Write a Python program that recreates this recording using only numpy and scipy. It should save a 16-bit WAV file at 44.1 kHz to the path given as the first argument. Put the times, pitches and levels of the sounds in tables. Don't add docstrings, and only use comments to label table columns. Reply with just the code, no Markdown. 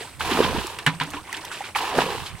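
import sys
import numpy as np
from scipy import signal
from scipy.fft import rfft, irfft, next_fast_len
from scipy.io import wavfile
from scipy.ndimage import uniform_filter1d

SR = 44100
rng = np.random.default_rng(int(sys.argv[2]) if len(sys.argv) > 2 else 0)


def store_pcm(level_fs):
    pcm = np.round(np.clip(level_fs, -1, 1) * 32767).astype(np.int16)
    wavfile.write(sys.argv[1], SR, np.atleast_2d(pcm).T)


N = 105840
T = np.arange(N) / SR
PAN_DB = [[-1.16], [1.16]]
PLOP_ATTACK_S = 0.00084


def throws():
    # time_s, spatter_db, churn_db, spray_db
    landings = [
        [(.195, -42, -75, -41.5), (.21, -36.5, -44.5, -39.5), (.26, -30, -39, -39.5), (.33, -27.5, -29, -37),
         (.44, -25, -29, -38.5), (.52, -33, -32.5, -43.5), (.585, -31, -34, -43), (.63, -35.5, -49.5, -43),
         (.72, -39.5, -49, -47), (.85, -48.5, -50.5, -66)],
        [(1.745, -60, -72, -60), (1.756, -26, -56, -34), (1.81, -30.5, -39.5, -41), (1.88, -32, -42.5, -41.5),
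         (1.93, -32.5, -39.5, -49), (1.975, -29.5, -31, -36.5), (2.01, -23.5, -31.5, -37),
         (2.05, -32, -31.5, -44.5), (2.11, -31, -34, -43), (2.19, -36, -48.5, -46), (2.28, -44, -54, -47),
         (2.33, -45.5, -63, -75), (2.4, -76, -64, -50)],
    ]
    # frequency_hz, level_db
    spatter_spectrum = [(300, -18), (600, -10.5), (780, -1), (1000, 2.5), (1400, -6.5), (1750, -4.5),
                        (2100, -12), (2700, -6), (3600, -12.5), (5000, -20.5), (7000, -34), (16000, -42)]
    churn_spectrum = [(50, -11), (100, -22), (170, -7), (330, -2), (480, -4), (600, -15), (900, -22),
                      (2000, -46.5)]
    spray_spectrum = [(2000, -20), (4000, 4), (5500, -5.5), (10000, -3.5), (12500, -8.5), (16000, -32.5)]
    deep_hz, full_flow_db = 335, -28
    spatter_gain, churn_gain, spray_gain = sum(gains(rows) for rows in landings)
    drops = rms_one(colour(impacts(per_s=1500, spread_db=3.5), spatter_spectrum))
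    froth = bubbles(per_s=800, low_hz=649, high_hz=6140, cycles=23.3, spread_db=4.5, rise=0.13)
    froth = rms_one(colour(froth, spatter_spectrum))
    spatter = steady(drops + from_db(-3) * froth, 0.037)
    churn = bubbles(per_s=600, low_hz=81, high_hz=703, cycles=7.9, spread_db=1.5, rise=0.27)
    churn = steady(colour(churn, churn_spectrum), 0.042)
    light_churn = butterworth(churn, 4, deep_hz, "high")
    heaviness = np.minimum(churn_gain / from_db(full_flow_db), 1) ** 2
    churn = steady(heaviness * churn + (1 - heaviness) * light_churn, 0.0274)
    spray = steady(colour(impacts(per_s=2200, spread_db=3.5), spray_spectrum), 0.045)
    return spatter_gain * spatter + churn_gain * churn + spray_gain * spray


def slaps():
    # start_s, level_db, attack_s, t60_s, low_hz, high_hz
    blows = [(0, -35, 0.0026, 0.42, 3000, 9900), (.204, -13, 0.0061, 0.066, 835, 3020),
             (0.31, -13.5, 0.0031, 0.056, 200, 3560), (0.3726, -11.5, 0.00089, 0.025, 400, 1410),
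             (.433, -15, .005, 0.031, 700, 3000), (0.446, -14, 0.0005, 0.035, 600, 2530),
             (.787, -24.5, 0.0015, 0.065, 704, 4030), (0.8641, -15, 0.00034, 0.033, 617, 6500),
             (.870, -14.5, 0.0031, 0.11, 297, 3760), (1.0006, -18, .00012, 0.015, 884, 4200),
             (1.007, -18.5, 0.0025, 0.14, 483, 3000), (1.136, -26, 0.00044, 0.085, 420, 2935),
             (1.342, -24, 0.00032, 0.078, 1740, 4000), (1.367, -25.5, 0.00093, 0.048, 2200, 8000),
             (1.5158, -31.5, .0005, 0.51, 1780, 7960), (1.638, -31, 0.0038, 0.19, 1300, 4020),
             (1.755, -14, 0.002, 0.048, 500, 2000), (1.984, -12.5, 0.00087, 0.019, 200, 1400),
             (1.988, -7, 0.00025, 0.02, 330, 1470), (2.008, -17.5, 0.00047, 0.019, 700, 4020),
             (2.258, -22, 0.005, 0.11, 2400, 5330)]
    # frequency_hz, level_db
    spectrum = [(250, -3), (460, 1), (620, -10), (850, 2.5), (1900, -1.5), (2900, -2.5), (4500, -7),
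                (6200, -13), (8500, -2), (16000, -23)]
    crack_db, softening_s = 17.5, 0.0027
    out, t = np.zeros(N), T[:SR // 5]
    drops = impacts(per_s=7000, spread_db=2)
    froth = bubbles(per_s=1500, low_hz=711, high_hz=4850, cycles=14.4, spread_db=8.5, rise=0.12)
    shower = steady(drops + from_db(-6) * froth, 0.0035)
    for start_s, level_db, attack_s, t60_s, low_hz, high_hz in blows:
        burst = np.roll(shower, -int(start_s * SR))[:len(t)] * envelope(t, attack_s, t60_s)
        burst[0] -= from_db(crack_db) * np.exp(-attack_s / softening_s)
        burst = butterworth(burst, 2, low_hz, "high")
        burst = butterworth(burst, 2, high_hz, "low")
        add(out, start_s, from_db(level_db) * burst)
    return colour(out, spectrum)


def plops():
    # start_s, pitch_hz, level_db, t60_s
    pockets = [(.008, 404, -30.5, 0.074), (.318, 335, -13.5, 0.038), (.3735, 810, -10.5, 0.015),
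               (.3905, 408, -2.5, 0.014), (.4035, 427, 1.5, 0.021), (.547, 324, -16, 0.038),
               (.562, 870, -17.5, 0.034), (.581, 215, -16.5, 0.026), (.645, 348, -26, 0.065),
               (1.011, 957, -17.5, .06), (1.168, 937, -30, 0.13), (1.293, 1030, -26, 0.033),
               (1.3275, 1910, -16.5, 0.016), (1.344, 1760, -28, 0.026), (1.448, 3460, -28, 0.017),
               (1.5152, 1410, -18.5, .016), (1.606, 774, -24, 0.056), (1.7495, 2280, -8, 0.0085),
               (1.758, 860, -16, 0.035), (1.9835, 388, -2, 0.015), (1.9885, 740, -1.5, 0.011),
               (2.019, 904, -9.5, 0.023), (2.15, 464, -19.5, 0.026)]
    return cavities(pockets, rise_per_s=7.6, attack_s=PLOP_ATTACK_S)


def gurgle():
    # time_s, pitch_hz, level_db
    course = [(1.77, 996, -27), (1.815, 898, -22), (1.87, 1003, -30), (1.925, 850, -23.5),
              (1.976, 420, -22)]
    per_s, t60_s, pitch_spread = 190, 0.039, 0.097
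    times, pitches, levels = np.transpose(course)
    out = np.zeros(N)
    for time_s in np.arange(times[0], times[-1], 1 / per_s):
        pitch_hz = np.interp(time_s, times, pitches) * np.exp(pitch_spread * rng.standard_normal())
        ring = bubble(pitch_hz, t60_s, rise_per_s=0, attack_s=PLOP_ATTACK_S)
        add(out, time_s + rng.random() / per_s, from_db(np.interp(time_s, times, levels)) * ring)
    return out


def gulps():
    # start_s, pitch_hz, level_db, t60_s
    notes = [(.868, 148.4, -15, 0.17), (.868, 254.6, -23.5, 0.17), (.935, 154, -29, 0.19),
             (1.008, 148, -27, 0.26), (1.01, 261, -31.5, 0.19), (1.07, 282, -30, 0.13),
             (1.138, 278.3, -30, 0.21), (1.372, 305, -37, 0.18)]
    return cavities(notes, rise_per_s=1.77, attack_s=0.0038)


def bucket_wall():
    # start_s, level_db
    knocks = [(0.8635, -26), (1.001, -45)]
    # pitch_hz, mode_db, t60_s
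    modes = [(978, -1, 0.25), (1647, 7.5, 0.068), (1800, 8, 0.078), (2020, 7, 0.048), (2320, 5, 0.066),
             (2664, 4.5, 0.05), (2900, 9.5, 0.047)]
    out, t = np.zeros(N), T[:SR // 4]
    for start_s, level_db in knocks:
        for pitch_hz, mode_db, t60_s in modes:
            ring = from_db(level_db + mode_db - 60 * t / t60_s) * np.sin(2 * np.pi * pitch_hz * t)
            add(out, start_s, rng.choice([-1, 1]) * ring)
    return out


def trickle():
    # time_s, level_db
    flow = [(0, -39.5), (.06, -42.5), (.15, -52.5), (.75, -47.5), (.925, -44.5), (.945, -40), (.985, -50),
            (1.04, -40.5), (1.09, -42.5), (1.17, -39), (1.22, -49), (1.31, -40.5), (1.38, -41),
            (1.5, -39.5), (1.53, -41), (1.58, -40), (1.69, -41.5), (1.73, -53.5), (2.4, -47)]
    # frequency_hz, level_db
    spectrum = [(200, -14.5), (330, -4), (580, -9), (950, 0.5), (1250, -8.5), (2600, -7), (3600, -13.5),
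                (5500, -18.5), (10000, -15.5), (16000, -54)]
    rings = bubbles(per_s=600, low_hz=341, high_hz=5990, cycles=22.4, spread_db=2.5, rise=0.23)
    rings = rms_one(colour(rings, spectrum))
    patter = rms_one(colour(impacts(per_s=1200, spread_db=1.5), spectrum))
    return gains(flow)[0] * steady(rings + from_db(-4) * patter, 0.22)


def ticks():
    # start_s, level_db
    hits = [(0.669, -26.5), (.788, -32), (0.8646, -21), (0.9996, -41), (1.018, -35), (1.036, -34),
            (1.104, -34), (1.11, -34.5), (1.328, -27), (1.4507, -27.5)]
    # frequency_hz, level_db
    spectrum = [(1000, -6), (3500, 1.5), (9000, 2.5), (16000, -11)]
    t60_s = 0.018
    out, t = np.zeros((2, N)), T[:SR // 10]
    for start_s, level_db in hits:
        snap = stereo_noise(len(t), width=0.38) * from_db(level_db - 60 * t / t60_s)
        for side, sound in zip(out, snap):
            add(side, start_s, sound)
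    return colour(out, spectrum) * from_db(PAN_DB)


def outdoors(water, in_the_open):
    # frequency_hz, gain_db
    direct_path = [(3000, 1), (8000, -2.5)]
    scattered_path = [(500, -13.5), (1000, -15), (2000, -3), (8000, 1.5)]
    left_lag_s, tail_t60_s = 0.00003, 0.066
    direct = colour(water, direct_path, unit_power=False) + in_the_open
    incident = water + from_db(-6) * in_the_open
    out = np.array([np.interp(T - left_lag_s, T, direct), direct])
    edges_hz = np.geomspace(100, 17000, 15)
    power_decay = from_db(-120 / (tail_t60_s * SR))
    frequency_hz, gain_db = np.transpose(scattered_path)
    for band_hz in zip(edges_hz, edges_hz[1:]):
        power = butterworth(incident, 2, band_hz, "band") ** 2
        tail_power = signal.lfilter([1 - power_decay], [1, -power_decay], power)
        wash = rms_one(butterworth(rng.standard_normal((2, N)), 2, band_hz, "band"))
        band_db = np.interp(np.mean(np.log(band_hz)), np.log(frequency_hz), gain_db)
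        out += wash * np.sqrt(tail_power) * from_db(band_db)
    return out * from_db(PAN_DB)


def open_air():
    # frequency_hz, level_db
    spectrum = [(60, -7.5), (90, 2), (130, -4.5), (300, -9.5), (600, -14), (950, -22), (1400, -14.5),
                (6000, -28.5), (10000, -24), (16000, -35)]
    return from_db(-49.5) * colour(stereo_noise(N, width=0.3), spectrum) * from_db(PAN_DB)


def insects():
    pitch_hz, bandwidth_hz = 8320, 250
    swells_per_s, swell_db = 22, 2.5
    resonance = signal.iirpeak(pitch_hz, pitch_hz / bandwidth_hz, fs=SR)
    swell = np.interp(T * swells_per_s, np.arange(N), rng.standard_normal(N))
    chorus = signal.lfilter(*resonance, rng.standard_normal((2, N))) * from_db(swell_db * swell)
    return from_db(-53.5) * rms_one(chorus) * from_db(PAN_DB)


def wind():
    # time_s, level_db
    gusts = [(0, -69), (.14, -51), (.195, -36.5), (.29, -34), (.38, -42.5), (.44, -31), (.59, -27.5),
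             (.7, -51.5), (1.2, -42), (1.3, -74), (1.85, -51), (1.97, -38.5), (2.04, -45.5), (2.22, -32.5),
             (2.28, -50), (2.35, -30), (2.4, -69)]
    # frequency_hz, level_db
    spectrum = [(20, -29), (45, -11.5), (75, -3), (180, -12), (400, -41), (2000, -76)]
    left_db = -16.5
    rumble = np.array([steady(colour(rng.standard_normal(N), spectrum), 0.05) for _ in range(2)])
    return gains(gusts) * rumble * from_db([[left_db], [0]])


def impacts(per_s, spread_db):
    sizes = from_db(spread_db * np.minimum(rng.exponential(1, N), 4)) * rng.choice([-1, 1], N)
    return rms_one(sizes * (rng.random(N) < per_s / SR))


def bubble(pitch_hz, t60_s, rise_per_s, attack_s):
    t = np.arange(int(t60_s * SR) + 2) / SR
    return np.sin(2 * np.pi * pitch_hz * t * (1 + rise_per_s * t / 2)) * envelope(t, attack_s, t60_s)


def bubbles(per_s, low_hz, high_hz, cycles, spread_db, rise):
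    out, draws = np.zeros(N), rng.random((8000, 4))
    for when, pitch, size, sign in draws[:int(per_s * N / SR)]:
        pitch_hz = low_hz * (high_hz / low_hz) ** pitch
        level_db = spread_db * min(-np.log(1 - size), 3)
        strength = pitch_hz * from_db(level_db) * np.sign(sign - .5)
        ring = bubble(pitch_hz, cycles / pitch_hz, rise * pitch_hz / cycles, .5 / pitch_hz)
        add(out, when * N / SR, strength * ring)
    return rms_one(out)


def cavities(rows, rise_per_s, attack_s):
    out = np.zeros(N)
    for start_s, pitch_hz, level_db, t60_s in rows:
        add(out, start_s, from_db(level_db) * bubble(pitch_hz, t60_s, rise_per_s, attack_s))
    return out


def envelope(t, attack_s, t60_s):
    return (1 - np.exp(-t / attack_s)) * from_db(-60 * t / t60_s)


def stereo_noise(count, width):
    return rng.standard_normal(count) + width * rng.standard_normal((2, count))


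def colour(x, spectrum, unit_power=True):
    size = next_fast_len(N + SR // 4)
    size += size % 2
    frequency_hz, level_db = np.transpose(spectrum)
    bins_hz = np.arange(size // 2 + 1) * SR / size
    gain = from_db(np.interp(np.log(bins_hz + 1), np.log(frequency_hz), level_db))
    cepstrum = irfft(np.log(rms_one(gain) if unit_power else gain))
    cepstrum[1:size // 2] *= 2
    cepstrum[size // 2 + 1:] = 0
    return irfft(rfft(x, size) * np.exp(rfft(cepstrum)))[..., :N]


def butterworth(x, order, edge_hz, kind):
    return signal.sosfilt(signal.butter(order, edge_hz, kind, fs=SR, output="sos"), x)


def gains(rows):
    times, *columns = np.transpose(rows)
    sounding = (T >= times[0]) * (T <= times[-1])
    return np.array([from_db(np.interp(T, times, levels)) * sounding for levels in columns])


def steady(x, window_s):
    power = uniform_filter1d(x ** 2, max(int(window_s * SR), 2))
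    return x / np.sqrt(np.abs(power) + 1e-9)


def rms_one(x):
    return x / np.sqrt(np.mean(x ** 2) + 1e-20)


def from_db(db):
    return 10 ** (np.asarray(db) / 20)


def add(out, start_s, sound):
    i = int(np.clip(start_s * SR, 0, N))
    out[i:i + len(sound)] += sound[:N - i]


def scene():
    water = throws() + gurgle() + trickle() + bucket_wall() + plops() + gulps()
    return outdoors(water, in_the_open=slaps()) + ticks() + open_air() + insects() + wind()


def record(dry):
    cutoff_hz = 16000
    low_pass = signal.ellip(10, .1, 80, cutoff_hz, fs=SR, output="sos")
    return signal.sosfilt(low_pass, np.clip(dry, -1, 1))


dry = scene()
out = record(dry)
store_pcm(out)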